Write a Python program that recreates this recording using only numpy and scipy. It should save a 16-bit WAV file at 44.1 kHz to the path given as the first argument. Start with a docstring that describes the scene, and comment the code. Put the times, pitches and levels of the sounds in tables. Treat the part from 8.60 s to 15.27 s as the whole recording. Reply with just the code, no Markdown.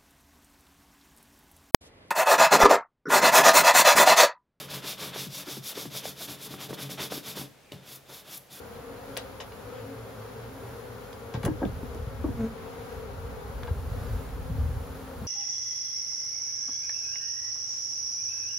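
"""Inside a plywood-lined trailer, honeybees swarm around open hives while two keepers work close by.
The buzz is many wingbeats, each at its own pitch; single bees hover or pass, and one shoots by very close.
A hive tool splinters glued joints loose, frame bars click, and frames knock on the boards of a hive box.
Swinging arms and combs push rumbling air over the microphone, among dull handling bumps.
A low throbbing drone, a faint hum and a fine hiss lie underneath."""
import sys
import numpy as np
from scipy import signal
from scipy.fft import rfft, irfft, next_fast_len
from scipy.io import wavfile
from scipy.ndimage import map_coordinates

SR = 44100
rng = np.random.default_rng(int(sys.argv[2]) if len(sys.argv) > 2 else 0)


def unload_audio(sound):
    """Save the sound as a 16-bit wav file, at the path given as the first command line argument."""
    columns = np.transpose(np.atleast_2d(sound))
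    # keep every value between -1 and 1, then stretch to whole-number steps
    steps = np.round(np.clip(columns, -1, 1) * 32767)
    wavfile.write(sys.argv[1], SR, steps.astype(np.int16))


N = 294147
BEE_FALLOFF = 2.23  # power of distance by which a single bee fades


def amp(db):
    """Decibels to gain."""
    return 10 ** (np.asarray(db) / 20)


def unit(x):
    """Scale to rms 1."""
    return x / np.sqrt(np.mean(x ** 2) + 1e-20)


def lean_left(db):
    """Stereo gains: left up by db, right down by db."""
    return amp([[db], [-db]])


def along(points, hz):
    """Read (frequency, value) points on a log axis."""
    freqs, values = np.transpose(points)
    return np.interp(np.log(hz + 1e-3), np.log(freqs), values)


def automation(points):
    """Join (time_s, value) points into one value per sample."""
    return np.interp(np.arange(N) / SR, *np.transpose(points))


def drift(rate, block=64):
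    """A smooth random curve with rate knots a second, one value per block of samples."""
    knots = rng.standard_normal(int(N * rate / SR) + 4)
    return map_coordinates(knots, [np.arange(0, N + block, block) * rate / SR])


def wobble(rate, block=64):
    """A smooth random curve, one value per sample."""
    return np.interp(np.arange(N), np.arange(0, N + block, block), drift(rate, block))


def nearness(nearest_s, half_length_s):
    """Closest distance over present distance for something passing in a straight line."""
    return 1 / np.hypot(1, (np.arange(N) / SR - nearest_s) / half_length_s)


def filtered(x, response):
    """Shape x with a gain that depends on frequency."""
    size = next_fast_len(x.shape[-1] + SR // 10)
    return irfft(rfft(x, size) * response(np.fft.rfftfreq(size, 1 / SR)), size)[..., :x.shape[-1]]


def lowpass(hz, corner_hz):
    """Gain of a third-order low-pass."""
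    return 1 / np.sqrt(1 + (hz / corner_hz) ** 6)


def band(x, low_hz, high_hz):
    """A causal band-pass, which keeps attacks sharp."""
    high_hz = min(high_hz, SR / 2 - 100)
    edges_hz = [min(low_hz, high_hz / 2), high_hz]
    return signal.sosfilt(signal.butter(3, edges_hz, "band", fs=SR, output="sos"), x)


def spread(pair, spectrum):
    """Two unrelated signals become a coloured left and right of rms 1."""
    # how alike left and right are: frequency_hz, likeness
    stereo_likeness = [(60, 0.76), (300, 0.87), (700, 0.66), (2200, 0.94), (4000, 0.45), (5600, 0.66),
                       (7000, 0.0031), (7800, -1.05), (8700, -1.23), (10000, -0.71), (11300, 0.11),
                       (12900, 1)]

    def mid_side_gains(hz):
        angle = np.arccos(np.clip(along(stereo_likeness, hz), -1, 1)) / 2
        return amp(along(spectrum, hz)) * [np.cos(angle), np.sin(angle)]

    mid, side = filtered(pair, mid_side_gains)
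    return unit(np.array([mid + side, mid - side]))


def add(track, start_s, sound):
    """Mix a sound in at start_s."""
    part = track[..., round(start_s * SR):][..., :sound.shape[-1]]
    part += sound[..., :part.shape[-1]]


def room(x):
    """The plywood walls answer with a short tail, different in each channel."""
    # the trailer's decay: frequency_hz, t60_s
    wall_decay = [(150, 0.19), (1000, 0.14), (4000, 0.16), (8000, 0.088), (14000, 0.021)]
    hz, t, noise = signal.stft(rng.standard_normal((2, SR // 3)), SR, nperseg=256)
    tail = signal.istft(noise * amp(-60 * t / along(wall_decay, hz)[:, None]), SR, nperseg=256)[1]
    tail = np.pad(tail, ((0, 0), (SR // 250, 0)))  # 4 ms pre-delay
    return signal.fftconvolve(x, tail / np.linalg.norm(tail[0]), axes=1)[:, :x.shape[-1]]


def hiss():
    """A fine, gently wavering bed of open air."""
    # the air's level ride: time_s, level_db
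    ride = [(0, -47), (4.5, -48), (5.3, -45.5), (6.67, -46)]
    # the air's colour: frequency_hz, density_db
    colour = [(25, -41), (50, -28), (80, 8.5), (200, 4.5), (330, 0), (780, 1.5), (1400, -3), (2200, -14.5),
              (4500, -17), (6000, -20), (9000, -13), (10700, -13), (13300, -22), (15500, -19.5)]
    return amp(automation(ride) + 0.75 * wobble(7.1)) * spread(rng.standard_normal((2, N)), colour)


def hum():
    """A faint low tone comes and goes above the drone."""
    pitch_hz = 166 + 1.5 * wobble(9)
    swell = nearness(5.5, half_length_s=2.84) ** 4
    return amp(-51.5) * swell * np.sin(2 * np.pi * np.cumsum(pitch_hz) / SR)


def drone():
    """A low wavering tone swells, holds and dies away, throbbing ever more slowly."""
    full_s, rise_s, hold_s, fade_db_per_s = 1.223, 0.31, 0.85, 8
    throb_hz, slowing_s, throb_depth = 5.53, 2.67, 0.5
    t = np.arange(N) / SR - full_s
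    level_db = np.interp(t, [-rise_s, 0], [-57.5, -47.5]) - fade_db_per_s * np.maximum(t - hold_s, 0)
    throb_cycles = throb_hz * slowing_s * (1 - np.exp(-t / slowing_s))
    throb = 1 + throb_depth * np.cos(2 * np.pi * throb_cycles)
    pitch_hz = 113.3 + 3 * wobble(14)
    tone = np.sqrt(2) * np.sin(2 * np.pi * np.cumsum(pitch_hz) / SR)
    return amp(level_db + 0.31 * wobble(20.9)) * throb * tone


def rumble():
    """Lumpy low pressure: a light breeze, and a gust for each movement near the microphone."""
    # air pushed by arms and combs: peak_s, level_db, width_s
    gusts = [(2.79, -54, .04), (3.123, -35.5, .11), (3.527, -38, 0.14), (3.74, -35, 0.062),
             (4.593, -40, 0.14), (4.98, -44, 0.04), (5.323, -33.5, 0.2), (5.535, -33, 0.022),
             (6.04, -30.5, 0.1), (6.267, -51, 0.052), (6.634, -36.5, 0.024)]
    # the rumble's colour: frequency_hz, density_db
    colour = [(18, -40), (27, -35), (36, -5), (55, 3), (85, 0), (125, -7.5), (190, -21), (260, -14.5),
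              (350, -52), (700, -41), (2000, -91)]
    breeze_db, steepness = -53, 4.76
    gust_power = sum(amp(db) ** 2 * nearness(s, 2 * width_s) ** steepness for s, db, width_s in gusts)
    air = unit(spread(rng.standard_normal((2, N)), colour) * amp(0.38 * wobble(18)))
    return np.sqrt(amp(breeze_db) ** 2 + gust_power) * air


def thud(hz, rise_s, t60_s=0.049):
    """One low, quickly damped swing with a soft attack."""
    t = np.arange(SR // 4) / SR
    envelope = (1 - np.exp(-(t / rise_s) ** 2)) * amp(-60 * t / t60_s)
    return envelope / envelope.max() * np.sin(2 * np.pi * hz * t)


def bumps():
    """Soft handling bumps thud without ringing the boards."""
    # dull bumps: start_s, level_db, pitch_hz
    hits = [(2.745, -24.5, 118), (2.77, -26, 115), (2.798, -31, 115), (2.856, -18, 125), (3.059, -29, 113),
            (3.089, -27, 103), (3.468, -28.5, 110), (3.702, -30, 101), (3.812, -28, 113), (4.949, -29, 70),
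            (5.109, -17.5, 78), (5.16, -30, 70), (5.224, -30, 80), (5.267, -23.5, 86), (5.314, -24.5, 96),
            (5.378, -23, 78.4), (5.408, -25, 85), (5.498, -21.5, 91), (5.522, -24, 65), (5.544, -23, 66),
            (5.894, -27.5, 166), (5.91, -26, 92), (5.954, -20, 89), (5.984, -19.5, 82), (5.998, -19, 80),
            (6.029, -23, 84), (6.053, -22, 84.5), (6.078, -25, 79), (6.107, -30, 110), (6.162, -18.5, 83)]
    out = np.zeros(N)
    for start_s, level_db, pitch_hz in hits:
        add(out, start_s, amp(level_db) * thud(pitch_hz, rise_s=0.0093))
    return out


def knocks():
    """Each blow gives one low thud, and the chatter of its contact rings the box's boards."""
    # frames bumped and set down on wood: start_s, relative_thud_db, thud_hz, relative_clack_db
    hits = [(2.743, -27.5, 205, -37), (2.77, -32, 270, -58), (2.841, -17, 164, -39),
            (2.859, -10.5, 127, -30.5), (2.867, -32, 119, -55), (2.882, -14.5, 316, -42),
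            (2.901, -20, 298, -54), (2.913, -20.5, 135, -56), (3.017, -18.5, 280, -34),
            (3.027, -25, 318, -30), (3.032, -16, 284, -37), (3.053, -18, 188, -38), (3.2287, -27, 260, -50),
            (3.351, -41, 302, -44), (3.641, -14.5, 296, -34), (3.66, -25.5, 308, -51),
            (3.686, -22, 270, -45), (6.62, -27.5, 216, -54)]
    # the hive box's modes: pitch_hz, level_db, t60_s
    box_modes = [(351, 3, 0.057), (446, 2, 0.049), (567, 1.5, 0.024), (665, 1, 0.015), (864, -4, 0.033),
                 (970, -12, 0.027), (1160, 3, 0.014), (1370, -18, 0.019), (1700, -14, 0.021)]
    chatter_s = 0.0084
    out, t = np.zeros(N), np.arange(SR // 4) / SR
    hz, mode_db, t60_s = np.transpose(box_modes)[:, :, None]
    for start_s, thud_db, thud_hz, clack_db in hits:
        decays = amp(mode_db + 2 * rng.standard_normal(hz.shape) - 60 * t / t60_s)
        modes = decays * np.sin(2 * np.pi * (hz * t + rng.random(hz.shape)))
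        ring = modes.sum(0) * (1 - np.exp(-t / 0.00017))
        contact = 0.22 * rng.standard_normal(len(t)) * np.exp(-t / chatter_s)
        contact[0] = 1  # the first impact
        boards = signal.fftconvolve(contact, ring)[:len(t)]
        clack = unit(band(boards, 150, 1010))  # a padded, heavy contact reaches only the low modes
        body = thud(thud_hz, rise_s=0.0043)
        add(out, start_s, amp(thud_db - 4.5) * body + amp(clack_db - 11.5) * clack)
    return out


def clicks():
    """A hard contact rings the frame's bars within a cycle; where it lands decides which modes speak."""
    # bars clicking against wood: start_s, relative_db, centre_hz
    hits = [(0.154, -51, 2490), (0.568, -35.5, 4000), (0.5708, -32.5, 430), (0.802, -37, 2740),
            (0.803, -42, 454), (0.809, -42, 900), (0.921, -47.5, 2980), (2.7405, -36.5, 910),
            (2.7408, -42, 2600), (2.7522, -43.5, 2600), (2.7572, -36.5, 900), (2.8312, -40, 2200),
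            (2.8335, -33.5, 1350), (2.84, -46, 3900), (2.852, -33.5, 1700), (2.862, -35.5, 1500),
            (2.877, -31, 950), (3.029, -31.5, 850), (5.0336, -42, 1400), (5.073, -46, 3400),
            (5.078, -37, 1050), (5.085, -42, 950)]
    # the bars' modes: pitch_hz, level_db, t60_s
    frame_modes = [(530, 5, 0.058), (680, -3, 0.051), (872, 3, 0.036), (1064, -1.5, 0.033),
                   (1168, 0.5, 0.026), (1350, -4, 0.018), (1610, -1, 0.043), (1900, -4, 0.03),
                   (2320, -4, 0.021), (2900, -3, 0.025), (3150, -21, 0.014), (3450, -4.5, 0.02),
                   (3980, -5, 0.024), (4810, -6, 0.03), (6250, -12, 0.027)]
    walls_db = -6.5
    out, t = np.zeros((2, N)), np.arange(SR // 4) / SR
    hz, mode_db, t60_s = np.transpose(frame_modes)[:, :, None]
    for start_s, db, centre_hz in hits:
        off_centre_db = 6 * np.log2(hz / centre_hz) ** 2
        gains = amp(mode_db + 2 * rng.standard_normal(hz.shape) - off_centre_db)
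        detuned_hz = hz * (1 + .015 * rng.standard_normal(hz.shape))
        modes = gains * amp(-60 * t / t60_s) * np.sin(2 * np.pi * (detuned_hz * t + rng.random(hz.shape)))
        attack = 1 - np.exp(-2 * centre_hz * t)
        ring = 2 * amp(db) * attack * modes.sum(0) / np.linalg.norm(gains) * np.ones((2, 1))
        add(out, start_s, ring + amp(walls_db) * room(ring))
    return out * lean_left(1)


def cracks():
    """Glued wood lets go under the tool in short splintering bursts that wake the walls."""
    # joints splintering: start_s, level_db, low_cut_hz, high_cut_hz, t60_s, walls_db
    snaps = [(0.154, -46, 400, 3000, 0.024, -2), (0.568, -31.5, 1800, 5370, 0.022, -1.5),
             (0.5732, -27, 1190, 19000, 0.02, -2), (0.802, -36.5, 1700, 4630, 0.011, -2),
             (0.806, -38.5, 1700, 6500, 0.029, -2), (2.5293, -41.5, 900, 5000, 0.02, -7),
             (2.7388, -43.5, 1690, 5770, 0.05, -1), (2.8304, -46, 1800, 15000, 0.081, -8),
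             (2.8501, -31.5, 2200, 19000, 0.067, -10.5), (3.0522, -32.5, 1800, 3900, 0.0074, -8),
             (3.3473, -39, 900, 14000, 0.012, -12), (5.0332, -39.5, 1200, 4530, 0.02, -15)]
    # the splinters' colour: frequency_hz, density_db
    colour = [(150, -9), (380, 10), (520, 28), (700, -3), (1500, -7.5), (3200, -3), (5000, -6), (8500, 2.5),
              (11000, 6.5), (13000, -14), (15500, -6)]
    out, t = np.zeros((2, N)), np.arange(SR // 4) / SR
    for start_s, level_db, low_hz, high_hz, t60_s, walls_db in snaps:
        grains = rng.standard_normal((2, len(t))) * amp(3.2 * rng.standard_normal(len(t)))
        burst = amp(level_db - 60 * t / t60_s) * unit(band(spread(grains, colour), low_hz, high_hz))
        tail = filtered(room(burst), lambda hz: lowpass(hz, 7050))  # the walls swallow the top end
        add(out, start_s, burst + amp(walls_db) * tail)
    return out * lean_left(1)


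def wings(hz, overtones, count=30, size=2048):
    """One wingbeat cycle looped at the pitch hz, rms 1."""
    partials = amp(along(overtones, np.arange(1, count + 1))) * np.exp(2j * np.pi * rng.random(count))
    cycle = unit(irfft(np.r_[0, partials], size))
    return cycle[(np.cumsum(hz) * (size / SR)).astype(int) % size]


def hovering_bees():
    """A bee hanging in the air nearby holds one firm, gently wavering pitch over the swarm."""
    # bees near the hive: nearest_s, wingbeat_hz, level_db, half_length_s
    hovers = [(0.28, 232.2, -48.5, 0.18), (1.354, 225.5, -48.5, 0.081), (1.85, 229.8, -49, 0.062),
              (2.68, 228, -51, 0.083), (3.393, 226, -47, 0.077), (4.04, 228.4, -47, 0.27),
              (4.408, 227.2, -49, 0.14), (4.74, 224.1, -45.5, 0.07), (5.062, 238, -42, 0.037),
              (5.42, 236, -46, 0.073)]
    # a hovering wingbeat: harmonic, level_db
    overtones = [(1, -12.5), (2, 3), (3, -10.5), (4, -16.5), (6, -18.5), (10, -28.5), (30, -67)]
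    out = np.zeros(N)
    for nearest_s, hz, db, half_length_s in hovers:
        pitch_hz = hz * (1 + .014 * wobble(14) + .009 * wobble(70))
        swell = amp(db + 0.98 * wobble(25)) * nearness(nearest_s, half_length_s) ** BEE_FALLOFF
        out += swell * wings(pitch_hz, overtones)
    return out


def passing_bees():
    """A passing bee swells as it nears and its pitch bends; each stroke throws a rasping puff of air."""
    # fly-bys: nearest_s, wingbeat_hz, level_db, half_length_s, sag_hz (negative bends up)
    fly_bys = [(0.308, 276.4, -46, 0.035, -2), (0.5, 273.3, -50, 0.08, -0.5), (1.307, 270, -45, 0.049, -4),
               (1.946, 265, -47.5, 0.089, -0.5), (3.838, 233.7, -26.5, 0.038, 14),
               (5.933, 258.8, -48.5, 0.12, 1), (6.442, 264.4, -50, 0.2, 2.5)]
    # a close wingbeat: harmonic, level_db
    overtones = [(1, 4.5), (2, -2.5), (3, -15.5), (4, -32), (6, -26), (10, -39), (20, -60), (30, -38)]
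    # air thrown by the wings: frequency_hz, density_db
    rasp_colour = [(250, -12), (700, 4), (1800, -6), (3000, -17), (12000, -27)]
    sag_s, rasp_db = 0.05, -22.5
    out, t = np.zeros(N), np.arange(N) / SR
    for nearest_s, hz, db, half_length_s, sag_hz in fly_bys:
        bent_hz = hz - sag_hz * np.exp(-((t - nearest_s) / sag_s) ** 2)
        tone = wings(bent_hz * (1 + .015 * wobble(130) + .03 * wobble(400)), overtones)
        puffs = np.maximum(tone, 0) ** 2 * rng.standard_normal(N)
        rasp = unit(filtered(puffs, lambda f: amp(along(rasp_colour, f))))
        swell = amp(db + 1.9 * wobble(110)) * nearness(nearest_s, half_length_s) ** BEE_FALLOFF
        out += swell * (tone + amp(rasp_db) * rasp)
    return out


def flock(hz, overtones, scatter, swell_db, count, block=64):
    """Bees with pitches of their own that veer, come nearer and leave."""
    out = np.zeros((2, N))
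    for rank in np.linspace(-1, 1, count):
        veer = .028 * drift(6) + .015 * drift(45)
        pitch_hz = hz * np.exp(scatter * np.arctanh(.9 * rank) + veer)
        bee = wings(np.repeat(pitch_hz, block)[:N], overtones)
        bee *= np.repeat(amp(swell_db * drift(6)), block)[:N]
        out[0] += bee
        out[1] += np.roll(bee, rng.integers(-14, 20))  # each bee's angle shifts its arrival on the right
    return unit(out)


def swarm():
    """Most bees cruise; laden ones beat their wings slower, agitated ones faster and harder."""
    # the swarm's level ride: time_s, relative_db
    ride = [(0, -47.5), (2.5, -46), (4.2, -45.5), (5.1, -46.5), (6.2, -49), (6.67, -49.5)]
    # the whine's boost or cut, highest as a comb is lifted out: time_s, gain_db
    whine_ride = [(0, -4), (3.6, 0.5), (4.3, 1), (4.85, 5), (5.3, -5.5), (6.67, 2)]
    # agitated bees against cruising ones: time_s, gain_db
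    agitated_ride = [(0, -2.5), (1, -2), (2.6, -3.5), (4, -2.5), (5, -3.5), (6.4, 0)]
    # a calm wingbeat: harmonic, level_db
    calm_wing = [(1, -12.5), (2, 0.5), (3, -13.5), (4, -11.5), (5, -14), (6, -13), (8, -19.5), (12, -27),
                 (20, -28.5), (30, -33.5)]
    # an agitated wingbeat: harmonic, level_db
    hard_wing = [(1, -2), (2, 1.5), (3, -8.5), (4, -11), (5, -9), (6, -15), (8, -16.5), (12, -20),
                 (30, -35.5)]
    whine_hz, half_width_octaves = 940, 0.5
    cruising = flock(233, calm_wing, scatter=.04, swell_db=5, count=24)
    laden = flock(208, calm_wing, scatter=.035, swell_db=3, count=8)
    agitated = flock(265, hard_wing, scatter=.033, swell_db=4.5, count=14)
    bees = cruising + amp(-7.5) * laden + amp(automation(agitated_ride)) * agitated
    bees = unit(bees + amp(-6) * room(bees))
    whine = filtered(bees, lambda hz: np.exp(-(np.log2((hz + 1) / whine_hz) / half_width_octaves) ** 2))
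    return amp(automation(ride) + 2) * (bees + (amp(automation(whine_ride)) - 1) * whine)


def scene():
    """Bees and handwork sit slightly left; the handling bumps are too close to wake the walls."""
    wood = knocks() * np.ones((2, 1))
    close = wood + amp(-9.5) * room(wood) + bumps() + cracks() + clicks() + passing_bees() + rumble()
    bees = swarm() + hovering_bees()
    return close * lean_left(.3) + bees * lean_left(1.6) + drone() + hum() + hiss()


def record(dry):
    """Roll off the deepest bass and cut the extreme treble."""
    low_cut_hz, top_hz = 23.4, 15800
    return filtered(dry, lambda hz: (1 - lowpass(hz, low_cut_hz)) * (hz < top_hz))


dry = scene()
out = record(dry)
unload_audio(out)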